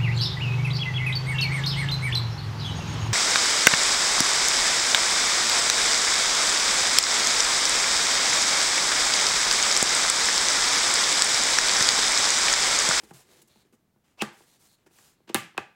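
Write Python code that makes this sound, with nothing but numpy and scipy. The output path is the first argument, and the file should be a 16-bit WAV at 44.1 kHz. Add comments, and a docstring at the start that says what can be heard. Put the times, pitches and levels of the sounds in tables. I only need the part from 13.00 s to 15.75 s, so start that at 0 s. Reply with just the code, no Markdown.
"""Glass-lidded wooden box in the hands

A wooden box with a glass lid is turned in the hands, close to the microphone in a small room.
Skin brushes over the wood as filtered noise; the lid scrapes as rougher noise and squeaks as an unsteady tone
in its groove, knocks home and clicks sharply twice. Each blow runs through the panels as a bending wave,
treble first, and rings the box; dull sine thumps and a faint noise background lie underneath."""
import sys
import numpy as np
from scipy import signal
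from scipy.fft import rfft, irfft
from scipy.io import wavfile

SR = 44100
rng = np.random.default_rng(int(sys.argv[2]) if len(sys.argv) > 2 else 0)


def to_wav(s):
    """Save 16-bit WAV."""
    ch = np.atleast_2d(s).T  # columns
    pcm = np.round(np.clip(ch, -1, 1) * 32767)  # PCM
    wavfile.write(sys.argv[1], SR, pcm.astype(np.int16))


N = 121275
SPAN = 2 ** 15  # length of every impulse response, in samples
T = np.arange(N) / SR  # scene time in seconds
AGE = np.arange(SPAN) / SR  # time since an impulse in seconds
HZ = np.maximum(np.arange(SPAN // 2 + 1) * SR / SPAN, 1)  # frequency axis, kept above zero


def knocks():
    """Each contact is a crack, a grainy burst and the modes of box and lid, spread by bending-wave travel."""
    # Blows on the box. Each row: start in seconds, level in dB, then bass, low-mid, upper-mid and treble tone in dB,
    # contact cut-off in Hz, travel time of a 1 kHz bending wave in seconds, relative ring of the lid in dB.
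    blows = [(0.0318, -35, 6.5, 8.5, -14, -3, 990, .0015, -3),
             (0.1066, -24.5, 0.5, 1, -12, 12, 1600, .004, 4.5),
             (0.423, -51, 15, 17, -18, -4, 920, .003, -15), (0.556, -38.5, 6.5, 0, -8, 5, 1390, .003, -3),
             (0.731, -50.5, 10, 4, 3.5, 7, 2000, .003, -9),
             (0.958, -46, 4.5, 2.5, -14.5, -15, 1175, .003, -1),
             (1.2202, -2, -0.5, -0.5, -9, -2, 5900, 0.0017, -3.5),
             (1.403, -34.5, -13, 5.5, -37, 6, 1300, .003, -11),
             (1.863, -33, -13, -13, -18, -29, 4950, .002, -13), (1.909, -47, 0, 10, 1, -2, 2000, .002, -9),
             (1.985, -35, -25, -8, -4.5, -3, 1780, .003, -6),
             (2.201, -44.5, -4.5, 7.5, -30, -5.5, 1190, .003, -11),
             (2.276, -37, 6, 8, -2, -7, 3970, .003, -20),
             (2.2975, -24.5, 9, 15.5, -6, -11, 3000, 0.0012, -12.5),
             (2.3438, -2, 3.5, 2, 0, 1.5, 14000, .0035, -26),
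             (2.3507, -9.5, 2, 3, -0.5, -3.5, 3570, 0.001577, -10),
             (2.3583, -10.5, -1, -3, 2.5, -6, 3990, 0.00152, -9),
             (2.545, -33.5, -17, 0, -10, -10, 1200, .003, -14),
             (2.569, -27, 2, -7.5, -6, -22, 2970, .003, -13),
             (2.5767, -6, -10.5, 2.5, -7, 1, 3390, 0.0038, 7.5)]
    # Ringing of the wooden box. Each row: frequency in Hz, relative level in dB, decay t60 in seconds.
    box_modes = [(226.5, -5, 0.054), (334, -1.5, 0.073), (381.6, -14.5, 0.059), (413, -11, 0.032),
                 (639, -13.5, 0.02), (799, -7.5, 0.041), (1182, -21.5, 0.23), (1296, -16.5, 0.033),
                 (1680, -12, 0.036), (2025, -28, .04), (3090, -26.5, 0.096)]
    # Ringing of the glass lid in its groove. Each row: frequency in Hz, relative level in dB, decay t60 in seconds.
    lid_modes = [(790, -9, 0.032), (1574, -1.5, 0.017), (2554, 7.5, 0.019)]
    # Tone of the instant crack. 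Each row: frequency in Hz, relative level in dB.
    crack_tone = [(25, -45), (60, -27), (130, -1.5), (210, 6), (330, -6), (420, 0.5), (520, 5.5), (640, -3),
                  (800, 1), (1700, 3.5), (3000, 3.5), (5500, -4.5), (9000, -2.5), (16000, 2.5)]
    # Tone of the grainy burst. Each row: frequency in Hz, relative level in dB.
    grain_tone = [(100, -27), (380, -11.5), (520, -28), (800, 3.5), (1400, 3.5), (3000, -2), (4400, -1.5),
                  (5400, -10.5), (7500, -2), (10000, -2.5), (12000, -12), (15000, -10)]
    modes_db, crack_db, grain_db = -19.5, 3.5, 11
    grain_t60_s, grain_bright_t60_s = 0.031, 0.016  # at 2.5 kHz and below, at 7 kHz and above
    mode_scatter_db = 1  # the place of contact changes how much each mode rings
    crack_spill_db = 5.5  # how strongly the crack reaches the room
    lid_spill_db = -11  # the glass faces the microphone, so less of its ring reaches the walls

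    box = ring_modes(box_modes, modes_db)
    lid = rfft(ring_modes(lid_modes, modes_db).sum(axis=0))
    crack = amp(crack_db) * colour(crack_tone)
    grain_colour = amp(grain_db) * colour(grain_tone)
    out = np.zeros(N + SPAN)
    for at, db, bass, low_mid, upper_mid, treble, cutoff, travel, lid_db in blows:
        mode_gains = amp(mode_scatter_db * rng.standard_normal(len(box)))
        wood = rfft(mode_gains @ box)
        glass = amp(lid_db) * lid
        grain = rfft(dense_ring([2500, 7000], [grain_t60_s, grain_bright_t60_s])) * grain_colour
        direct = crack + grain + wood + glass
        spill = amp(crack_spill_db) * crack + wood + amp(lid_spill_db) * glass
        reflected = spill * (room() - 1)  # the room without its direct sound
        tone = colour([(100, -3.5), (210, bass), (380, low_mid), (900, 0.5), (2700, upper_mid), (8000, treble)])
        # Travel time falls with the root of frequency; the 2 makes it exact as a group delay.
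        bending = late(2 * travel * np.sqrt(1000 / HZ))
        start = int(at * SR)
        out[start:start + SPAN] += amp(db) * irfft((direct + reflected) * tone * soften(cutoff) * bending)
    return out[:N]


def squeak():
    """Glass sticking and slipping locks into a short, unsteady tone just before it seats."""
    # Points along the squeak. Each row: time in seconds, pitch before jitter in Hz, relative level in dB.
    path = [(1.19, 2600, -62), (1.194, 2600, -42), (1.202, 2520, -46), (1.206, 2700, -28),
            (1.2125, 2640, -30), (1.2165, 2700, -21), (1.2195, 2850, -26), (1.222, 2850, -45)]
    pitch_jitter, flutter_db, octave_db = .07, 2.5, -24  # jitter as a share of the pitch
    trim_db, room_db = -0.5, -19

    at, hz, db = np.array(path).T
    pitch = np.interp(T, at, hz) * (1 + pitch_jitter * walk(1200))
    phase = 2 * np.pi * np.cumsum(pitch) / SR
    level = np.interp(T, at, amp(db + trim_db), left=0, right=0)
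    level = level * amp(flutter_db * walk(700))
    tone = np.sin(phase) + amp(octave_db) * np.sin(2 * phase)
    return through(level * tone, room(room_db))


def scrapes():
    """The glass drags along its groove in many tiny, uneven slips."""
    # Drags of the lid. Each row: start, end, rise and fall in seconds, level in dB.
    drags = [(1.172, 1.222, .04, .004, -48), (1.207, 1.224, .013, .003, -33),
             (2.272, 2.325, .009, .02, -56), (2.29, 2.303, .007, .004, -44)]
    # Tone of the scraping. Each row: frequency in Hz, relative level in dB.
    scrape_tone = [(30, -31.5), (90, -19), (280, 2.5), (600, 9), (950, 10), (1700, 1), (2600, 4.5),
                   (5500, -1.5), (9000, -10.5), (15000, -19.5)]

    level = sum(stroke(start, end, rise, fall) * amp(db) for start, end, rise, fall, db in drags)
    grit = unit(through(friction(.5), colour(scrape_tone)))
    return through(level * grit, room())


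def fingers():
    """Skin hisses over the wood grain and stirs the resonant hollow of the box."""
    # Brushing strokes. Each row: start, end, rise and fall in seconds, level in dB, rasp in dB, treble in dB,
    # relative level of the hollow body in dB.
    rubs = [(-.01, 0.126, .005, .01, -59.5, -4.5, -3.5, 2),
            (0.032, 0.053, 0.002, 0.0043, -62.5, 8, 1.5, 12.5),
            (0.13, 0.244, 0.0083, 0.035, -56.5, 1.5, 1.5, -2.5),
            (0.224, 0.429, 0.087, 0.03, -60.5, 1, -2, 7.5), (0.415, 0.433, .005, 0.0074, -63, 6.5, 10, -10),
            (0.473, .492, 0.0041, 0.0061, -67, 0, 6.5, 8.5), (0.487, 0.641, 0.012, .02, -65.5, 8.5, -3, -5),
            (0.645, 0.702, .005, 0.044, -71.5, -6, -8, 12), (.724, 0.761, .003, 0.012, -68.5, -5, 2, 15.5),
            (1.035, 1.176, 0.014, 0.068, -69, -8, -7, -23), (1.322, 1.465, 0.01, 0.025, -63, -1, 0.5, 0),
            (1.452, 1.601, 0.018, 0.045, -65, 5, 0.5, -6), (1.586, 1.686, 0.019, 0.019, -64, 0, 3, -8),
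            (1.666, 1.762, 0.03, 0.013, -69.5, 14.5, 5, -11), (1.776, 1.865, .01, 0.036, -71, -8, -12, 2),
            (1.859, 1.881, 0.0058, 0.0052, -59.5, -14, -7.5, 4),
            (1.89, 2.16, 0.081, 0.085, -61, 0.5, 2, -27), (2.105, 2.27, 0.012, 0.045, -77.5, 2, -15, 6.5)]
    # Tone of skin on wood. Each row: frequency in Hz, relative level in dB.
    rub_tone = [(100, 0), (300, 2.5), (900, 1.5), (2000, -1.5), (2900, -0.5), (4200, -0.5), (5600, -1.5),
                (7500, 0), (11000, -4), (15500, -8)]
    roughness, patchy_db, rasp_hz = 0.39, .8, 4430
    hollow_hz, hollow_width_hz, hollow_db = 370, 65, -11.5

    slips = friction(roughness) * amp(patchy_db * walk(60))
    hiss = unit(through(slips, colour(rub_tone)))
    resonance = 1 / (1 + 1j * (HZ ** 2 - hollow_hz ** 2) / (HZ * hollow_width_hz))
    hollow = unit(through(slips, resonance))
    out = 0
    for start, end, rise, fall, db, rasp, treble, body in rubs:
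        tone = colour([(rasp_hz * 0.68, 0), (rasp_hz, rasp), (rasp_hz * 1.04, treble / 2), (11000, treble)])
        skin = through(hiss, tone)
        out = out + stroke(start, end, rise, fall) * amp(db) * (skin + amp(body + hollow_db) * hollow)
    return through(out, room())


def thumps():
    """The whole box rocks briefly on the hands: each thump is a decaying sine."""
    # Dull thumps of the box settling against the palms.
    # Each row: start in seconds, frequency in Hz, level in dB, rise in seconds, decay t60 in seconds.
    settlings = [(.113, 176, -41, 0.0042, 0.087), (0.131, 135, -44, 0.016, 0.18),
                 (0.734, 230, -50, 0.0054, 0.066), (1.226, 210.5, -29.5, 0.0058, .11),
                 (2.354, 115, -33.5, 0.023, .13), (2.595, 120, -49, 0.009, 0.089)]
    out = 0
    for at, hz, db, rise, t60 in settlings:
        t = np.maximum(T - at, 0)
        envelope = np.minimum(t / rise, 1) * fade(t, t60)
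        out = out + amp(db) * envelope * np.sin(2 * np.pi * hz * t)
    return out


def room(wet_db=0):
    """Response from one spot on the box: direct sound, two near echoes and a diffuse tail."""
    # Diffuse tail. Each row: frequency in Hz, relative level in dB, decay t60 in seconds.
    tail_bands = [(30, -14, .4), (60, 5, 0.14), (131, 1, 0.29), (270, -15.5, 0.34), (511, -8.5, 0.26),
                  (970, -6.5, 0.34), (1970, -3.5, 0.39), (3950, -9, 0.35), (7860, -6, 0.28),
                  (14900, -15, 0.16)]
    # Echoes from the desk and nearby things. Each row: delay in seconds, relative level in dB.
    near_echoes = [(.0042, -17), (0.0137, -15.5)]
    delay_s, build_s, echo_cutoff_hz = 0.0026, 0.0028, 4470

    hz, db, t60 = np.array(tail_bands).T
    tail = dense_ring(hz, t60) * np.clip((AGE - delay_s) / build_s, 0, 1)
    echoes = sum(amp(level) * late(lag) for lag, level in near_echoes) * soften(echo_cutoff_hz)
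    return 1 + amp(wet_db) * (echoes + rfft(tail) * colour(np.c_[hz, db]))


def background():
    """Faint steady noise, weighted towards the bass."""
    # Tone of the background. Each row: frequency in Hz, relative level in dB.
    floor_tone = [(25, 6.5), (60, -1), (130, 4.5), (220, 1.5), (400, -5.5), (1000, -13), (3000, -21.5),
                  (8000, -25), (16000, -25)]
    return amp(-69.5) * unit(through(rng.standard_normal(N), colour(floor_tone)))


def amp(db):
    """Decibels to gain."""
    return 10 ** (np.asarray(db) / 20)


def unit(x):
    """Scale to a standard deviation of 1."""
    return x / np.std(x)


def through(x, response):
    """Filter by a complex frequency response."""
    return signal.fftconvolve(x, irfft(response))[:N]


def on_log(hz, points, values):
    """Straight lines on a log-frequency axis."""
    return np.interp(np.log(hz), np.log(points), values)


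def colour(points):
    """Causal, minimum-phase response through (Hz, dB) points."""
    hz, db = np.array(points, float).T
    cepstrum = irfft(np.log(amp(on_log(HZ, hz, db))))
    cepstrum[1:] *= 2  # folding the cepstrum forward in time makes the filter causal
    return np.exp(rfft(cepstrum[:SPAN // 2], SPAN))


def soften(hz):
    """Two-pole low-pass response."""
    return 1 / (1 + 1j * np.sqrt(2) * HZ / hz - (HZ / hz) ** 2)


def late(seconds):
    """Response of a delay."""
    return np.exp(-2j * np.pi * HZ * seconds)


def fade(t, t60):
    """Exponential decay, down 60 dB after t60 seconds."""
    return np.exp(-np.log(1000) * t / t60)


def stroke(start, end, rise, fall):
    """Envelope that rises, holds and falls."""
    return np.clip(np.minimum((T - start) / rise, (end - T) / fall), 0, 1)


def walk(rate):
    """Random values, `rate` a second, joined by straight lines; spread near 1."""
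    return np.interp(T * rate, np.arange(N // 8), rng.standard_normal(N // 8))


def friction(rough):
    """Countless tiny slips of uneven size."""
    slip_size = np.exp(rough * walk(SR / 16))
    return unit(rng.standard_normal(N) * slip_size)


def ring_modes(modes, gain_db):
    """One decaying cosine for each resonance."""
    return np.array([amp(db + gain_db) * np.cos(2 * np.pi * hz * AGE) * fade(AGE, t60)
                     for hz, db, t60 in modes])


def dense_ring(points, t60s):
    """Crowded resonances: noise of flat energy whose octaves die at their own rates."""
    noise = rfft(rng.standard_normal(SPAN))
    centres = 62.5 * 2 ** np.arange(9)
    out = 0
    for centre, share in zip(centres, np.eye(len(centres))):
        band = irfft(noise * np.interp(HZ, centres, share))  # neighbouring octaves crossfade
        decay = fade(AGE, on_log(centre, points, t60s))
        out = out + band * decay / np.linalg.norm(decay)
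    return out


def scene():
    """Box, hands and lid in the room, over a faint background."""
    return (knocks() + squeak() + scrapes() + fingers() + thumps() + background())[None]


def record(dry):
    """The recorder thins the deep bass and cuts the top."""
    low_cut_hz, top_hz = 52.5, 16100
    thin = signal.sosfilt(signal.butter(2, low_cut_hz, "high", fs=SR, output="sos"), dry)
    return signal.sosfilt(signal.ellip(10, .2, 80, top_hz, fs=SR, output="sos"), thin)


dry = scene()
out = record(dry)
to_wav(out)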